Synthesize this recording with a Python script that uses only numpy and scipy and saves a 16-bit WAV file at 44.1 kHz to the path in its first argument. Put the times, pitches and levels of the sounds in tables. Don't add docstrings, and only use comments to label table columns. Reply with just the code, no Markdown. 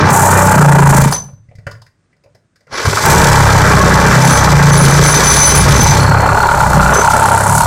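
import sys
import numpy as np
from scipy import signal
from scipy.fft import rfft, irfft
from scipy.io import wavfile
from scipy.ndimage import uniform_filter1d, minimum_filter1d

SR = 44100
rng = np.random.default_rng(int(sys.argv[2]) if len(sys.argv) > 2 else 0)


def transcribe(u):
    v = np.clip(np.atleast_2d(u).T, -1, 1)
    q = np.round(v * 32767).astype(np.int16)
    wavfile.write(sys.argv[1], SR, q)


N = 337806
T = np.arange(N) / SR

# from s, strokes per s.
SPEED = [(0, 31.23), (.6, 28.3), (.85, 27.5), (1.2, 0), (2.6805, 38.4), (3, 37.25), (3.2, 33.78),
         (3.6, 31.66), (4.1, 33.03), (4.45, 28.69), (4.8, 27.17), (5.1, 29), (5.4, 26.53), (5.7, 31.37),
         (6, 33), (6.25, 35.26), (6.6, 30.77), (6.9, 33.27), (7.5, 36.5)]
# from s, to s.
RUNNING = [(0, 1.17), (2.68, 7.7)]
# time in s, bench jolt after the bite in strokes, pulsing depth in nominal dB,
# jolt regularity 0-1.
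TIMING = [(0, .3, 3, .8), (.35, .3, 3, .85), (.6, .36, 13, .95), (.9, .36, 12, .93), (1.1, .38, 9, .88),
          (3.1, .22, 3, .6), (3.4, -.18, 4, .85), (3.7, -.12, 3, .85), (4.2, .34, 4, .88),
          (4.9, .36, 2, .88), (5.3, -.28, 2, .5), (5.8, -.45, 3, .25), (6.1, -.92, 5, .6),
          (6.4, -.9, 7.5, .6), (7.66, -.85, 8, .75)]

# time in s, rasp level in dB, hollow cut 0-1.
CUT = [(0, -11, 0.21), (.15, -9.5, 0.51), (.95, -5.5, 0.48), (1.1, -21.5, 0.3), (1.125, -26, 1),
       (1.17, -52, 1), (2.69, -58, 0.4), (2.73, -25, 0), (2.86, -19.5, 0.3), (3.02, -19, 0.2),
       (3.07, -6, 0.32), (3.5, -10.5, 0.18), (4.2, -9.5, 0.25), (4.55, -11.5, 0.3), (5.6, -13, 0.2),
       (6.15, -12, 0.61), (6.75, -11.5, 0.77), (7, -8, 0.69), (7.66, -13, 0.79)]
# Hz, relative density in dB.
SOLID = [(120, -41), (200, -3.5), (333, -6.5), (580, 3), (703, -4.5), (903, -4.5), (1010, -3), (1630, 3),
         (2800, -18.5), (3000, -21.5), (3900, -51), (6600, -120)]
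# Hz, relative density in dB.
HOLLOW = [(120, -40.5), (200, 9), (326, -27), (580, 1), (696, 1), (913, -2), (1180, -2.5), (1400, -10),
          (2160, -36), (3000, -27.5), (3900, -60.5), (6600, -120)]
# centre in Hz, width in Hz, level in dB.
BLOCK = [(325, 35, -1.5), (404, 68, 5), (620, 20, -10.5), (867, 68, 8), (955, 30, 0), (1093, 75, 4.5),
         (1300, 42, -6.5), (1560, 20, -20), (2410, 36, 0)]
# centre in Hz, width in Hz, level in dB.
FREE_END = [(587, 25, -7.5), (884, 110, -9.5), (906, 89, 3.5), (1408, 90, 4), (2396, 35, 0.5)]

# time in s, chatter level in dB, bright chatter level in dB.
STEEL = [(0, -25.5, -45), (.09, -25, -33), (.13, -32, -16.5), (.77, -28, -23.5), (.98, -26, -16.5),
         (1.11, -32, -32), (1.125, -43, -22), (1.17, -34.5, -43), (2.69, -68, -85), (2.73, -28, -50),
         (2.85, -24.5, -32), (3.03, -23.5, -25.5), (3.08, -17, -16), (3.5, -22.5, -26.5), (4.0, -23, -28.5),
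         (4.28, -19, -22), (4.55, -23, -28.5), (4.8, -20, -24.5), (5.46, -16, -21), (5.64, -20, -25.5),
         (5.92, -18.5, -24.5), (6.15, -35.5, -35), (6.45, -34, -30.5), (7, -27.5, -25.5), (7.44, -33, -22),
         (7.58, -30, -16.5), (7.66, -31, -25.5)]
# Hz, relative density in dB.
CHATTER = [(1290, -14), (2200, -5), (2340, -6.5), (2820, -18), (2990, -11.5), (5670, -8.5), (5940, -8.5),
           (6600, -17), (8580, -38.5), (14500, -120)]
# Hz, relative density in dB.
SIZZLE = [(3240, -41), (5500, -11.5), (5940, -3), (7520, 6.5), (9790, -4.5), (10700, -3.5), (15100, -8.5),
          (16300, -31.5)]
# time in s, slack (1 = clack as strong as the fizz).
SLACK = [(.6, .4), (1.1, 1), (3.1, .3), (5.8, .2), (7, .5), (7.25, 1.6), (7.66, 2)]
# centre in Hz, width in Hz, level in dB per pass.
CLAMP = [(8230, 3800, 3.5), (9440, 1200, -5.5)]

# time in s, vice rock level in dB, bench boom level in dB.
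SHAKE = [(0, -6.5, -10), (.15, -19, -15), (.3, -10, -15), (.52, -11.5, -12), (.6, -18.5, -6),
         (.95, -10.5, -5.5), (1.06, -16, -7), (1.17, -45.5, -36), (2.69, -58.5, -53), (2.84, -34, -57),
         (2.88, -11.5, -21), (2.97, -55, -56), (3.09, -12.5, -10.5), (3.52, -11.5, -12.5),
         (4.1, -16.5, -11.5), (4.25, -26, -4), (4.38, -12, -14), (4.65, -18, -7), (5.03, -15.5, -9.5),
         (5.1, -26, -15.5), (5.46, -17, -17), (5.65, -12, -9), (6.15, -12.5, -12.5), (6.45, -23, -27),
         (6.8, -17.5, -9.5), (6.98, -24, -24), (7.44, -16, -20), (7.58, -17, -14.5), (7.66, -16, -41)]
# time in s, level in dB.
SWAY_DB = [(.2, -22), (1.1, -2.5), (3.1, -4.5), (5.6, 1), (6.1, -5), (6.9, 3.5), (7.4, -8)]
# centre in Hz, width in Hz, relative dB per pass.
SWAY = [(35.2, 14, -15.5), (63.4, 6.8, -6.5)]
ROCK = [(96.6, 25, -7.5)]
BOOM = [(140.3, 29, 0), (172.8, 17, -5), (232, 50, -17)]

# Hz, relative level in dB, t60 in s.
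BLADE_LOW = [(6085, -4, .3), (6135, 0, .2)]
# Hz, relative level in dB, t60 in s.
BLADE_HIGH = [(9880, 0, .14), (10700, -12, .16), (14370, -23, .12)]
# start in s, length in s, low ring in dB, high ring in dB.
SQUEALS = [(1.115, 0.076, -18.5, -37), (4.212, 0.19, -21, -27.5), (4.7, 0.28, -25, -24.5),
           (5.014, 0.16, -15, -22), (5.223, 0.26, -14, -20), (5.408, .13, -14, -24),
           (5.535, 0.082, -16, -14.5), (5.67, 0.17, -23, -25), (5.82, .11, -16, -38),
           (5.966, .06, -31, -41), (6.923, 0.065, -16, -28)]
# start in s, level in dB.
TICKS = [(0.1037, -21), (0.1311, -15), (0.1655, -22), (0.1989, -24), (0.4559, -13), (1.0152, -14),
         (1.1238, -33), (3.058, -12), (3.1088, -14), (5.555, -14), (5.8341, -14), (7.579, -26)]
# start in s, level in dB, lift of upper modes in dB per kHz.
JAM = (1.122, -21, 4)

# start in s, levels of ring, thud, wood and rattle in dB
# ahead of onset and decay, ring pitch in Hz.
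KNOCKS = [(1.1232, -6.5, -23, -20, -10, 924), (1.2844, -41, -42, -40.5, -64, 890),
          (1.3326, -51, -25, -61, -57, 961), (1.4864, -54, -30, -56, -64, 2130),
          (1.5124, -51, -38, -42.5, -69, 2070), (1.5520, -50, -29, -63, -46, 2070),
          (1.5838, -45, -23.5, -45, -49, 1870), (1.6666, -18, -15, -25.5, -32, 1560),
          (1.7114, -35, -44, -45, -33, 1120), (1.7483, -42, -51, -57, -55, 1750),
          (1.8168, -40, -48, -74, -40, 969), (1.8637, -42.5, -60.5, -65, -46, 1800),
          (2.1274, -53, -63, -65.5, -67, 1900), (2.1644, -61.5, -59, -60, -63, 1510),
          (2.2368, -55, -60, -45.5, -51, 2530), (2.2586, -57, -42.5, -44.5, -64, 2040),
          (2.3478, -49.5, -45, -47, -47, 1750), (2.5574, -44.5, -69.5, -64, -48.5, 1710),
          (2.6054, -56.5, -65, -59, -54, 1930), (2.6683, -44, -48, -47, -54, 1830),
          (2.7275, -26, -28, -34, -45, 1140), (2.8513, -5, -8, -29, -15, 915),
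          (2.8735, -12, -6, -34, -33, 1190), (2.9692, -3, -33, -31, -17, 1300),
          (3.0506, -2, -2.5, -30, -20, 935)]

# time in s, level in dB.
SHOE_DB = [(5.5, -74.5), (6, -27.5), (6.6, -34), (7, -40), (7.66, -36)]
# centre in Hz, width in Hz, relative dB per pass.
SHOE = [(4300, 300, 0)]
# time in s, level in dB.
FLAP_DB = [(5.95, -56), (6.3, -17), (6.65, -18), (6.95, -14.5), (7.3, -17.5), (7.66, -22.5)]
# centre in Hz, width in Hz, relative level in dB.
FLAP = [(1416, 100, 0), (900, 120, -9)]

# Hz, relative density in dB.
FLOOR = [(18, -43.5), (30, -12.5), (114, 3), (359, -11), (414, -11.5), (910, -21.5), (1500, -17),
         (3070, -29), (9000, -30.5), (11700, -63.5), (19800, -120)]
# Hz, t60 in s.
ROOM = [(100, 0.56), (500, 0.33), (2000, 0.28), (6000, 0.26), (14000, 0.31)]

FIRST_STROKE = -.19
GLIDE_S = .12
DUCK_DEPTH_DB, DUCK_AT, DUCK_WIDTH, DUCK_PER_DB = 8, .6, .11, 4
SQUEAL_EDGE_S, RING_LOW_DB, RING_HIGH_DB = 0.018, -13, -18
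FLOOR_DB = -63
EDGE_HZ = 16150


def amp(db):
    return 10 ** (np.asarray(db) / 20)


def evened(x):
    return x / np.sqrt(np.mean(x ** 2) + 1e-20)


def levelled(x, span):
    return x / np.sqrt(abs(uniform_filter1d(x ** 2, int(span * SR))) + 1e-6)


def read(points, hz):
    f, value = np.transpose(points)
    return np.interp(np.log(hz + 1), np.log(f + 1), value)


def follow(table):
    s, *columns = np.transpose(table)
    return [np.interp(T, s, c) for c in columns]


def coloured(x, points):
    gain = amp(read(points, np.fft.rfftfreq(len(x), 1 / SR)))
    return evened(irfft(rfft(x) * gain, len(x)))


def resonate(x, modes):
    return sum(amp(db) * signal.lfilter(*signal.iirpeak(hz, hz / width, SR), x) for hz, width, db in modes)


def drift(span):
    size = int(span * SR)
    return evened(uniform_filter1d(uniform_filter1d(rng.standard_normal(N), size), size))


def shifting(x, modes, shift_db):
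    return sum(amp(shift_db * drift(0.074)) * resonate(x, [mode]) for mode in modes)


def controls():
    s, per_s = np.transpose(SPEED)
    held = per_s[np.searchsorted(s, T, "right") - 1]
    turns = FIRST_STROKE + np.cumsum(uniform_filter1d(held, int(GLIDE_S * SR))) / SR
    running = sum((T >= on) & (T < off) for on, off in RUNNING)
    return turns, uniform_filter1d(running * 1., size=400)


def teeth(turns, depth_db, per_s, spread_db, uneven_db):
    size = amp(spread_db * np.minimum(rng.exponential(1, N), 5)) * rng.choice([-1., 1.], N)
    train = size * (rng.random(N) < per_s / SR)
    angle = 2 * np.pi * turns
    swell = np.minimum(np.cos(angle + .5 * np.cos(angle)), .2)
    return train * amp(depth_db * swell + uneven_db * drift(0.0045))


def rasp(turns, depth_db, db, hollow):
    drive = teeth(turns, depth_db, per_s=5000, spread_db=1.5, uneven_db=3.0)
    solid = coloured(1.14 * drive + shifting(drive, BLOCK, 4.6), SOLID)
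    free = coloured(0.27 * drive + shifting(drive, FREE_END, 6.1), HOLLOW)
    hollow = np.clip(hollow, 0, 1)
    return amp(db) * levelled((1 - hollow) * solid + hollow * free, 0.091)


def chatter(turns, depth_db, db, bright_db, slack):
    forward = np.exp(-(turns % 1) / .14)
    backward = .45 * np.exp(-((turns + .6) % 1) / .12)
    snap = (forward + backward) * amp(1.5 * drift(.03))
    drive = teeth(turns, 0.07 * depth_db, per_s=12000, spread_db=2.5, uneven_db=3.0)
    low = coloured(drive * (0.5 + 0.013 * depth_db * snap), CHATTER)
    clack = evened(resonate(resonate(rng.standard_normal(N) * snap, CLAMP), CLAMP))
    fizz = coloured(drive * (0.5 + 0.037 * depth_db * snap), SIZZLE)
    high = fizz + slack * clack
    return amp(db) * levelled(low, .11) + amp(bright_db) * levelled(high, .11)


def bench(turns, regular, levels_db):
    jolts = np.diff(np.floor(turns), prepend=np.floor(turns[0])) * amp(2.8 * drift(.02))
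    drive = regular * evened(jolts) + (1 - regular) * rng.standard_normal(N)
    parts = (levelled(resonate(resonate(drive, modes), modes), .11) for modes in (SWAY, ROCK, BOOM))
    return sum(amp(db) * part for db, part in zip(levels_db, parts))


def ringing(modes, lift_db):
    t = np.arange(SR // 2) / SR
    return sum(amp(level + lift_db * (hz / 1000 - 10) - 60 * t / t60) * np.sin(2 * np.pi * hz * t)
               for hz, level, t60 in modes)


def squeal(chatter_db, under_db, index):
    gain = amp(chatter_db + under_db)
    for row in SQUEALS:
        start, end = row[0], row[0] + row[1]
        fade = np.clip(np.minimum(T - start, end - T) / SQUEAL_EDGE_S, 0, 1)
        gain = gain + amp(row[index]) * fade
    return gain


def blade(modes, gain, running):
    per_s = 900
    taps = rng.standard_normal(N) * (rng.random(N) < per_s / SR) * gain * running
    ring = ringing(modes, 0)
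    ring = ring / np.linalg.norm(ring) * np.sqrt(SR / per_s)
    grip = amp(2.5 * drift(.012) * running)
    return signal.oaconvolve(taps, ring)[:N] * grip


def nails():
    out, t = np.zeros(N + SR), np.arange(600) / SR
    for s, db in TICKS:
        bright = np.diff(rng.standard_normal(len(t) + 1))
        out[int(s * SR):][:len(t)] += amp(db) * bright * np.exp(-t / 0.003)
    s, db, lift_db = JAM
    out[int(s * SR):][:SR // 2] += amp(db) * ringing(BLADE_LOW + BLADE_HIGH, lift_db)
    return out[:N]


def duck(turns, depth_db):
    moment = np.exp(-(((turns - DUCK_AT + .5) % 1 - .5) / DUCK_WIDTH) ** 2)
    return amp(-DUCK_PER_DB * np.maximum(depth_db - DUCK_DEPTH_DB, 0) * moment)


def knocks():
    out, t = np.zeros(N + 8000), np.arange(8000) / SR
    rise = 1 - np.exp(-t / 0.0025)
    for s, db, thud_db, wood_db, rattle_db, hz in KNOCKS:
        noise = rng.standard_normal(len(t))
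        ring = evened(resonate(resonate(noise, [(hz, 500, 0)]), [(hz, 900, 0)])) * np.exp(-t / 0.0077)
        wood = evened(resonate(resonate(noise, [(540, 170, 0)]), [(560, 390, 0)])) * np.exp(-t / 0.015)
        rattle = evened(resonate(noise, [(3440, 900, 0.5), (4830, 910, 19), (6470, 870, -10.5)]))
        rattle = rattle * np.exp(-t / 0.0072)
        thud = np.sin(2 * np.pi * 108 * t) * np.exp(-t / 0.015)
        knock = amp(db) * ring + amp(wood_db) * wood + amp(rattle_db) * rattle + amp(thud_db) * thud
        out[int(s * SR):][:len(t)] += rise * knock
    return out[:N]


def shoe(turns, db):
    knock = np.exp(-(turns % 1) / .07) + .5 * np.exp(-((turns + .5) % 1) / .07)
    drive = rng.standard_normal(N) * (.15 + knock) * amp(2 * drift(.02))
    return amp(db) * evened(resonate(resonate(drive, SHOE), SHOE))


def flap(turns, db):
    rough = 1 + 0.4 * rng.standard_normal(N)
    burst = np.exp(-(turns % 1) / 0.033) * rough * np.sin(2 * np.pi * 1200 * T)
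    return amp(db + 3.9 * drift(0.019)) * evened(resonate(burst, FLAP))


def bench_echo(x):
    band = signal.firwin(129, [2000, 5200], pass_zero=False, fs=SR)
    lag = round(.003 * SR) - len(band) // 2
    return x + 0.58 * np.r_[np.zeros(lag), np.convolve(x, band)][:N]


def room(x):
    taps = np.zeros(SR // 2)
    at = np.arange(400, len(taps) - 20, 20)
    taps[at + rng.integers(0, 20, len(at))] = rng.choice([-1., 1.], len(at))
    hz, t, z = signal.stft(taps, SR, nperseg=256)
    decay = amp(-60 * t / read(ROOM, hz)[:, None])
    tail = signal.istft(z * decay, SR, nperseg=256)[1]
    return signal.fftconvolve(x, tail / np.linalg.norm(tail))[:N]


def background():
    return amp(FLOOR_DB + 1.5 * drift(.03)) * coloured(rng.standard_normal(N), FLOOR)


def scene():
    turns, running = controls()
    jolt, depth_db, regular = follow(TIMING)
    rasp_db, hollow = follow(CUT)
    chatter_db, bright_db = follow(STEEL)
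    rock_db, boom_db = follow(SHAKE)
    bench_db = [rock_db + follow(SWAY_DB)[0], rock_db, boom_db]

    cutting = rasp(turns + .08, depth_db, rasp_db, hollow)
    cutting = cutting + flap(turns + .2, *follow(FLAP_DB))
    steel = chatter(turns + .17, depth_db, chatter_db, bright_db, *follow(SLACK))
    steel = steel + shoe(turns - .22, *follow(SHOE_DB))
    ring = blade(BLADE_LOW, squeal(chatter_db, RING_LOW_DB, index=2), running)
    ring = ring + blade(BLADE_HIGH, squeal(chatter_db, RING_HIGH_DB, index=3), running)

    saw = bench_echo(running * duck(turns, depth_db) * (cutting + steel) + ring + nails())
    saw = saw + running * bench(turns - jolt, regular, bench_db)
    handling = bench_echo(knocks())
    reverb = room(amp(-10.5) * saw + amp(-7.5) * handling)
    return (saw + handling + reverb + background())[None]


def record(dry):
    peak = -minimum_filter1d(-abs(dry), size=221, axis=1)
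    limited = dry * uniform_filter1d(np.minimum(1, 1.243 / (peak + 1e-9)), size=111, axis=1)
    squeezed = 1.104 * np.tanh(amp(2.0) * limited / 1.164)
    band_limit = signal.firwin(511, EDGE_HZ, window=("kaiser", 11), fs=SR)
    return signal.oaconvolve(squeezed, band_limit[None], "same")


dry = scene()
out = record(dry)
transcribe(out)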